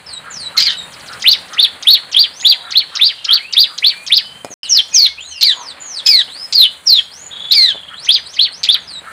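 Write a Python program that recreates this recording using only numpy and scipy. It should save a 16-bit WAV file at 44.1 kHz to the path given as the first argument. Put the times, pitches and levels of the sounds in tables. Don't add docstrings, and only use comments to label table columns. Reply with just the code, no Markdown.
import sys
import numpy as np
from scipy import signal
from scipy.fft import rfft, irfft
from scipy.io import wavfile

SR = 44100
rng = np.random.default_rng(int(sys.argv[2]) if len(sys.argv) > 2 else 0)


def transcribe(u):
    v = np.clip(np.atleast_2d(u).T, -1, 1)
    q = np.round(v * 32767).astype(np.int16)
    wavfile.write(sys.argv[1], SR, q)


N = 402191
TIME = np.arange(N) / SR

WAVER, WAVER_DB, WAVER_HZ = 0.0081, 2.48, 53.2


def sing(notes, partials, jitter, shimmer_db, flutter_hz, edge_s):
    out = np.zeros(N)
    effort = flutter(WAVER_HZ)
    bend = 1 + jitter * flutter(flutter_hz) + WAVER * effort
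    tremble = from_db(shimmer_db * flutter(flutter_hz) + WAVER_DB * effort)
    for note in notes:
        s, hz, db = np.transpose(sorted(note))
        at = slice(*np.searchsorted(TIME, [s[0] - edge_s, s[-1] + edge_s]))
        t = TIME[at]
        phase = 2 * np.pi * np.cumsum(np.interp(t, s, hz) * bend[at]) / SR
        inside = np.minimum(t - s[0], s[-1] - t)
        gate = np.sin(np.pi / 2 * np.clip(1 + inside / edge_s, 0, 1)) ** 2
        tone = sum(from_db(level) * np.sin(round(4 * k) / 4 * phase) for k, level in partials)
        out[at] += gate * from_db(np.interp(t, s, db)) * tremble[at] * tone
    return out


def glide(start_s, length_s, pitches_hz, levels_db, count=25):
    u = np.linspace(0, 1, count)
    pitch_at = np.linspace(0, 1, len(pitches_hz))
    bend = np.polyfit(pitch_at, pitches_hz, len(pitches_hz) - 1)
    db = np.interp(u, np.linspace(0, 1, len(levels_db)), levels_db)
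    return list(zip(start_s + length_s * u, np.polyval(bend, u), db))


LEAD_IN_S, LEAD_IN_HZ, LEAD_IN_SWELL_DB = .021, 1980, 4
ATTACK_S = .006
KNEE_SHARE, KNEE_DB = .4, -2.5
CREST_SHARE, CREST_SAG_HZ = 0.25, 167.4
FOOT_HZ, FOOT_DB = 3366, -4.5
RELEASE_S, RELEASE_HZ, RELEASE_DB = .016, 2827, -25.5


def arch(s, rise_s, fall_s, onset_hz, knee_hz, top_hz, lead_db, rise_db, crest_db, fall_db):
    top_s, crest_hz = s + rise_s, top_hz - CREST_SAG_HZ
    foot_s = top_s + fall_s
    attack_hz = np.interp(ATTACK_S, [0, LEAD_IN_S], [onset_hz, LEAD_IN_HZ])
    lead_in = [(s - LEAD_IN_S, LEAD_IN_HZ, lead_db - LEAD_IN_SWELL_DB / 2),
               (s - ATTACK_S, attack_hz, lead_db + LEAD_IN_SWELL_DB / 2)]
    climb = [(s, onset_hz, rise_db), (s + KNEE_SHARE * rise_s, knee_hz, rise_db + KNEE_DB)]
    crest = [(top_s - CREST_SHARE * rise_s, crest_hz, crest_db),
             (top_s, top_hz, crest_db),
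             (top_s + CREST_SHARE * fall_s, crest_hz, fall_db)]
    drop = [(foot_s, FOOT_HZ, fall_db + FOOT_DB), (foot_s + RELEASE_S, RELEASE_HZ, RELEASE_DB)]
    return lead_in + climb + crest + drop


SLUR_ATTACK_S, SLUR_ATTACK_DB, SLUR_OVERSHOOT_HZ = .013, -20.5, 251.3


def slur(row):
    s, length, *pitches, first_db, middle_db, last_db = row
    swell = (s - SLUR_ATTACK_S, pitches[0] + SLUR_OVERSHOOT_HZ, first_db + SLUR_ATTACK_DB)
    return [swell] + glide(s, length, pitches, (first_db, middle_db, last_db))


def trails(notes):
    ends = [max(note)[0] for note in notes]
    falls = [[(s - .012, 2900, -24), (s + 0.0014, 2200, -28), (s + 0.0199, 1500, -38)] for s in ends]
    return sing(falls, [(1, 0.017)], jitter=0.06, shimmer_db=0.5, flutter_hz=400, edge_s=.004)


# onset t/s, rise t/s, fall t/s, onset f/Hz, knee f/Hz, top f/Hz,
# lead-in level/dB, rise level/dB, crest level/dB, fall level/dB
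ARCHES = [(1.267, .048, .022, 3050, 4030, 4695, -12.5, 0, -12.5, -5),
          (1.593, .029, 0.028, 3440, 3710, 4660, -16, 0, -12, -1),
          (1.873, 0.057, 0.027, 3257, 3890, 4510, -23.5, 0.5, -8.5, -1),
          (2.165, 0.051, 0.026, 3180, 3834, 4786, -27, 0, -6, -7),
          (2.451, 0.043, 0.031, 3330, 3840, 4760, -24, 0, -7.5, -2.5),
          (2.757, .030, 0.018, 3333, 3840, 4426, -25.5, -4.5, -4.5, -9),
          (3.015, 0.054, 0.025, 3477, 3826, 4790, -16.5, -0.5, -7, -9),
          (3.306, 0.042, .022, 3150, 3560, 4650, -26, -3.5, -1.5, -10),
          (3.570, 0.041, .033, 3350, 3700, 4860, -20.5, -4, 1, -8),
          (3.846, .040, .020, 3320, 4025, 4630, -17, -1.5, -3.5, -13.5),
          (4.124, .041, 0.019, 3380, 4050, 5090, -17, 0.5, -15, -2),
          (8.092, 0.045, .026, 3194, 3707, 4913, -26, -1, -12.5, -2.5),
          (8.393, 0.041, 0.022, 3120, 3954, 4450, -24.5, -3, -7.5, -6),
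          (8.690, 0.046, 0.013, 3310, 3790, 4670, -25, -2, -13.5, -6)]
# start t/s, length t/s, f/Hz at start, each quarter and end (5 columns),
# level/dB at start, middle and end (3 columns)
SLURS = [(4.703, 0.1, 6330, 5510, 5080, 4006, 3150, -7.5, -6.5, -3.5),
         (4.947, 0.12, 6440, 5180, 4490, 4265, 3315, -7, -3.5, -9.5),
         (6.551, .108, 4870, 4350, 4060, 3613, 2965, -5.5, -1.5, -4),
         (6.875, 0.12, 5490, 4505, 4007, 3654, 3160, -5.5, -6.5, -7.5)]
# start t/s, length t/s, f/Hz at start, middle and end, level/dB
FLICKS = [(1.307, 0.037, 6400, 5410, 4240, -14.5), (2.14, 0.017, 2670, 3280, 3150, -5),
          (3.05, .035, 4600, 5180, 4460, -17), (3.281, .026, 2700, 3200, 3080, -7),
          (4.163, .020, 5300, 4784, 3670, -0.5), (5.413, 0.02, 2960, 4470, 7300, -11.5),
          (5.427, 0.015, 3004, 4220, 3150, 3), (6.068, 0.013, 5310, 7130, 4700, -12),
          (6.071, 0.0125, 2788, 3490, 2830, -6), (7.506, 0.032, 3450, 4193, 4710, 0),
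          (7.522, .028, 4700, 3620, 3300, -7.5), (7.683, 0.0162, 4360, 3900, 2980, -14)]
# multiple of the pitch [ratio], level/dB
CLEAR_PARTIALS = [(.5, -42), (1, 0), (1.5, -44), (2, -42)]
FLICK_EDGE_DB = -19


def clear_notes():
    notes = [arch(*row) for row in ARCHES] + [slur(row) for row in SLURS]
    flicks = []
    for s, length, *pitches, db in FLICKS:
        edge_db = db + FLICK_EDGE_DB
        flicks.append(glide(s, length, pitches, (edge_db, db, edge_db)))
    clear = sing(notes + flicks, CLEAR_PARTIALS, jitter=0.0014, shimmer_db=2.5, flutter_hz=362, edge_s=0.0064)
    return from_db(-0.08) * clear + trails(notes)


# start t/s, length t/s, strong-line f/Hz at start, each quarter and end (5 columns),
# level/dB at start, middle and end (3 columns)
BUZZES = [(5.44, .095, 4870, 4537, 4000, 3520, 3120, -14.5, -7.5, -15.5),
          (6.067, .152, 4970, 4900, 4375, 4010, 3170, -8, -6, -11.5),
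          (7.552, .172, 4953, 4313, 4062, 3647, 3065, -7, -7.5, -16.5)]
# multiple of the pitch [ratio], level/dB
BUZZY_PARTIALS = [(.5, -12.5), (1, 4.5), (1.5, -26.5), (2, -24.5), (2.5, -31)]


def buzzes():
    notes = [slur(row) for row in BUZZES]
    buzzy = sing(notes, BUZZY_PARTIALS, jitter=0.018, shimmer_db=1.0, flutter_hz=523, edge_s=0.0037)
    return from_db(-3.06) * buzzy


# t/s, f/Hz, level/dB
HARSH_CALL = [(0.572, 4358, -22), (0.584, 4130, -5), (0.602, 4075, -25), (0.62, 4750, -15),
              (0.658, 4829, -21), (0.67, 4310, -8), (0.678, 4370, -13), (0.692, 3535, -16.5),
              (0.75, 3950, -29.5)]
# t/s, f/Hz, level/dB
SECOND_VOICE = [(0.577, 6594, -23), (.598, 3500, -21), (0.614, 3210, -24), (0.631, 3720, -45),
                (0.678, 3230, -19.5), (.755, 2980, -28.5)]
# multiple of the pitch [ratio], level/dB
HARSH_PARTIALS = [(.5, -9.5), (1, 3), (1.5, -25)]
RATTLE_DEPTH = .7


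def harsh_call():
    voices = sing([HARSH_CALL, SECOND_VOICE], HARSH_PARTIALS,
                  jitter=.02, shimmer_db=1.5, flutter_hz=216, edge_s=0.0026)
    rattle_phase = 2 * np.pi * np.cumsum(260 + 60 * flutter(47.3)) / SR
    return from_db(-0.5) * voices * (1 + RATTLE_DEPTH * np.sin(rattle_phase))


# start t/s, length t/s, level/dB
RASPS = [(0.59, 0.044, -5), (0.625, 0.054, -12), (0.694, 0.041, -13), (5.412, 0.021, -3),
         (6.064, 0.021, -0.5), (6.527, 0.017, -10), (7.517, 0.0282, -5), (7.697, .014, -27),
         (8.634, 0.03, -2.5)]


def rasps():
    breaks = [[(s, 4600, db), (s + length, 4000, db - 9)] for s, length, db in RASPS]
    rough = sing(breaks, [(.5, -23), (1, -2), (1.5, -17.0)],
                 jitter=0.121, shimmer_db=7.0, flutter_hz=590, edge_s=.003)
    return from_db(-7.0) * band(rough, 1670, 10200)


# start t/s, length t/s, level/dB
TICKS = [(0.568, 0.013, -9), (0.923, 0.029, -23), (0.997, 0.016, -22.5), (1.061, 0.03, -20),
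         (1.119, 0.021, -20), (1.196, 0.023, -20), (1.221, 0.012, -6), (1.482, 0.013, -22.5),
         (1.532, 0.018, -13), (1.826, 0.0094, -10), (2.116, 0.02, -14), (2.4, 0.015, -10.5),
         (2.707, 0.019, -8.5), (2.952, 0.021, -5.5), (3.245, 0.011, -5), (3.526, 0.014, -1),
         (3.779, 0.0086, -4.5), (4.065, 0.021, -7.5), (8.048, 0.016, -15), (8.334, 0.041, -14),
         (8.634, 0.012, -22), (8.638, 0.008, -8)]


def ticks():
    sweeps = [[(s, 7000, db + 2.5), (s + length / 2, 5700, db), (s + length, 3700, db)]
              for s, length, db in TICKS]
    tick = sing(sweeps, [(.5, -11.0), (1, -3.5)],
                jitter=0.065, shimmer_db=3.0, flutter_hz=840, edge_s=0.0013)
    return from_db(-6.5) * band(tick, 3090, 5280)


def prinia():
    return clear_notes() + harsh_call() + buzzes() + rasps() + ticks()


# t/s, peak level/dB before the room, upper band edge f/Hz
KNOCKS = [(2.03, -45, 3000), (4.4473, -9, 6400), (4.505, -26.5, 453), (4.515, -27.5, 640),
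          (7.747, -25, 1500), (7.756, -23, 1510), (9.018, -28, 2930)]
# f/Hz, relative level/dB, 60 dB decay t/s
CAGE_MODES = [(294, -30, 0.21), (518, -21.5, 0.085), (724, -36.5, 0.26), (1143, -32, .07), (1910, -43, .05),
              (2440, 0.5, 0.12)]


def cage():
    t = TIME[:SR // 4]
    ring = sum(from_db(db - 60 * t / t60) * np.sin(2 * np.pi * hz * t) for hz, db, t60 in CAGE_MODES)
    burst = np.sin(2 * np.pi * 700 * t) + 0.87 * rng.standard_normal(len(t))
    crack = from_db(-60 * t / 0.0063) * burst
    out = np.zeros(N + len(t))
    for s, db, bright_hz in KNOCKS:
        knock = band(crack + from_db(-26.5) * ring, 120, bright_hz)
        out[int(s * SR):][:len(t)] += from_db(db) * knock / np.abs(knock).max()
    return out[:N]


# start t/s, length t/s, f/Hz at start, middle and end, first level/dB, last level/dB
WHISTLES = [(.07, 0.11, 5300, 4186, 3820, -35, -29), (0.312, 0.16, 7200, 4770, 3900, -31, -25),
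            (0.774, 0.07, 3905, 3726, 3700, -24, -31.5), (2.31, 0.16, 4000, 6360, 6850, -45.5, -23.5),
            (3.398, 0.13, 2100, 2590, 2940, -31.5, -34.5), (3.87, 0.19, 2320, 2365, 2450, -33, -40),
            (4.242, .18, 3020, 3065, 3100, -37, -41.5), (4.51, 0.026, 6620, 6220, 5900, -34, -28.5),
            (4.634, 0.15, 2930, 2920, 2970, -23, -29), (4.635, 0.05, 5200, 4080, 3400, -29.5, -29.5),
            (4.889, 0.077, 7000, 5350, 3200, -46, -22), (4.93, 0.2, 2520, 2255, 2190, -26.5, -40),
            (3.108, 0.15, 3020, 2870, 2770, -41, -40), (5.181, 0.15, 2430, 3900, 4080, -30, -40),
            (5.214, .195, 7100, 6180, 4180, -38.5, -32.5), (5.32, 0.084, 3050, 2800, 2770, -36.5, -26.5),
            (5.50, 0.22, 7150, 6290, 3510, -44, -29), (5.81, .195, 7000, 6070, 3300, -32, -24),
            (6.28, 0.18, 2900, 4690, 5150, -33, -27), (6.97, 0.087, 6850, 6880, 6740, -36, -53),
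            (7.111, 0.17, 4200, 6570, 6830, -39.5, -30), (7.32, 0.21, 3300, 3395, 3490, -30.5, -22),
            (7.74, 0.23, 3475, 3376, 3340, -31, -46), (7.97, 0.094, 3500, 4880, 6250, -34.5, -30),
            (8.165, 0.07, 6250, 5970, 6150, -36, -58), (8.261, 0.069, 3900, 5270, 6350, -30.5, -37.5),
            (8.525, 0.087, 4180, 5850, 6200, -29, -43), (8.805, 0.069, 6760, 6300, 5500, -49, -53),
            (8.88, 0.11, 5100, 4100, 3820, -31, -29)]


def whistles():
    notes = [glide(s, length, pitches, (first_db, last_db))
             for s, length, *pitches, first_db, last_db in WHISTLES]
    whistle = sing(notes, [(1, 0.0)], jitter=.005, shimmer_db=2.5, flutter_hz=288, edge_s=0.012)
    overtone = sing(notes, [(2, -11.5)], jitter=.005, shimmer_db=4.5, flutter_hz=300, edge_s=0.0081)
    return whistle + band(overtone, 7750, 9150)


# start t/s, length t/s, pip rate f/Hz, top f/Hz, level/dB
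TRILLS = [(2.6, .088, 23.7, 3850, -33), (7.311, .165, 24, 3770, -26.5), (7.77, .175, 18, 3280, -30)]


def trills():
    pips = []
    for start, length, rate, hz, db in TRILLS:
        for s in np.arange(start, start + length, 1 / rate):
            pips.append([(s, .86 * hz, db - 5), (s + .01, hz, db), (s + .026, hz, db - 5)])
    return sing(pips, [(1, 0.05)], jitter=.005, shimmer_db=1.0, flutter_hz=295, edge_s=0.0036)


# start t/s, length t/s, centre f/Hz, level/dB
HOARSE = [(0.231, 0.098, 1400, -34), (0.538, 0.063, 1220, -33), (1.08, 0.1, 1350, -34),
          (1.506, 0.076, 1400, -33.5), (2.312, 0.48, 770, -45), (2.621, 0.12, 1430, -37.5),
          (2.795, 0.54, 3220, -37), (2.897, 0.12, 1300, -36), (3.252, 0.14, 1440, -32.5),
          (3.678, 0.09, 1270, -41),  (4.739, 0.063, 1680, -36.5), (5.529, 0.16, 945, -37),
          (7.897, 0.061, 1430, -34.5), (8.739, 0.05, 1500, -33), (9.029, 0.1, 1430, -34.5)]


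def hoarse_calls():
    out = np.zeros(N)
    for s, length, hz, db in HOARSE:
        at = slice(*np.searchsorted(TIME, [s, s + length]))
        rasp = rms_one(band(rng.standard_normal(SR), hz / 1.14, hz * 1.24))[-len(TIME[at]):]
        out[at] += from_db(db) * np.sin(np.pi * (TIME[at] - s) / length) * rasp
    return out


def other_birds():
    return whistles() + trills() + hoarse_calls()


# delay t/s, level/dB
ECHOES = [(.0021, -42.5), (.0043, -25), (.0074, -11.5), (.0098, -37), (0.0106, -28), (0.0184, -16)]


def room(x, distance_db):
    t = TIME[:int(.7 * SR)]
    response = np.zeros(len(t))
    for t60, db in [(0.11, -12.5), (0.35, -19)]:
        decay = from_db(-60 * t / t60) * np.clip(t / 0.0009, 0, 1)
        tail = band(rng.standard_normal(len(t)), 240, 10400) * decay
        response += from_db(db + distance_db) * tail / np.sqrt(np.sum(tail ** 2))
    for delay, db in ECHOES:
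        response[int(delay * SR)] += from_db(db)
    return x + signal.fftconvolve(x, response)[:N]


# t/s, level/dB
DRONE = [(0, -58), (1.3, -55), (1.6, -64), (4.5, -69), (4.65, -57), (5.4, -56), (5.6, -63.5), (9.12, -59)]
DRONE_HZ = 77.8


def drone():
    hum = rms_one(band(rng.standard_normal(N), DRONE_HZ - 7, DRONE_HZ + 7))
    return from_db(np.interp(TIME, *np.transpose(DRONE))) * hum


# f/Hz, relative level/dB per Hz
AIR_SPECTRUM = [(15, -58), (25, -26), (43, -8.5), (86, -2), (173, 5), (339, -9), (521, -2.5), (1230, -2.5),
                (1650, -1.5), (2830, -6), (3150, -4.5), (3600, -11.5), (4230, -4), (5690, -33.5),
                (8000, -22), (9600, -21.5), (11400, -36.5), (15400, -34)]
# t/s, rumble level/dB, wash level/dB, hiss level/dB
AIR_LEVELS = [(0.0, -55, -42.5, -63.5), (0.61, -50, -39, -57.5), (1.14, -49.5, -39, -53),
              (1.57, -55, -38.5, -57), (3.3, -61.5, -45.5, -62), (4.01, -55.5, -43.5, -54),
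              (4.21, -52, -43.5, -60.5), (4.65, -57.5, -44, -56), (5.36, -63.5, -48, -67),
              (5.61, -59.5, -40.5, -65), (6.45, -58.5, -43, -56), (7.11, -58.5, -46.5, -59),
              (7.34, -54, -41.5, -63.5), (8.41, -57.5, -45, -63.5), (8.92, -54, -43, -65.5),
              (9.12, -52.5, -43, -59)]
AIR_TRIM_DB = (1, 1, 8.5)
AIR_EDGES_HZ = (15, 250, 5600, 16000)


def air():
    hz, db = np.transpose(AIR_SPECTRUM)
    bins = np.maximum(np.arange(N // 2 + 1) * SR / N, 1)
    spectrum = rfft(rng.standard_normal(N)) * from_db(np.interp(np.log(bins), np.log(hz), db))
    s, *levels = np.transpose(AIR_LEVELS)
    out = drone()
    for level_db, trim_db, low_hz, high_hz in zip(levels, AIR_TRIM_DB, AIR_EDGES_HZ, AIR_EDGES_HZ[1:]):
        noise = rms_one(irfft(spectrum * ((bins >= low_hz) & (bins < high_hz)), N))
        swell_db = np.interp(TIME, s, level_db) + trim_db + 1.5 * flutter(22)
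        out = out + from_db(swell_db) * noise
    return out


def from_db(db):
    return 10 ** (np.asarray(db) / 20)


def rms_one(x):
    return x / np.sqrt(np.mean(x ** 2) + 1e-20)


def band(x, low_hz, high_hz):
    edges = [low_hz, min(high_hz, .45 * SR)]
    return signal.sosfilt(signal.butter(2, edges, "band", fs=SR, output="sos"), x)


def flutter(rate_hz):
    low_pass = signal.butter(2, rate_hz, fs=SR, output="sos")
    return rms_one(signal.sosfilt(low_pass, rng.standard_normal(N)))


def scene():
    near = room(prinia() + cage(), distance_db=1)
    behind = room(other_birds(), distance_db=5.5)
    return (near + behind + air())[None]


# start t/s, end t/s
DROPOUT_S = (4.54, 4.632)


def record(dry):
    ceiling = from_db(-0.8)
    clipped = dry / (1 + np.abs(dry / ceiling) ** 12) ** (1 / 12)
    live = (TIME < DROPOUT_S[0]) | (TIME > DROPOUT_S[1])
    top_cut = signal.cheby2(14, 50, 16000, fs=SR, output="sos")
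    return signal.sosfilt(top_cut, clipped * live)


dry = scene()
out = record(dry)
transcribe(out)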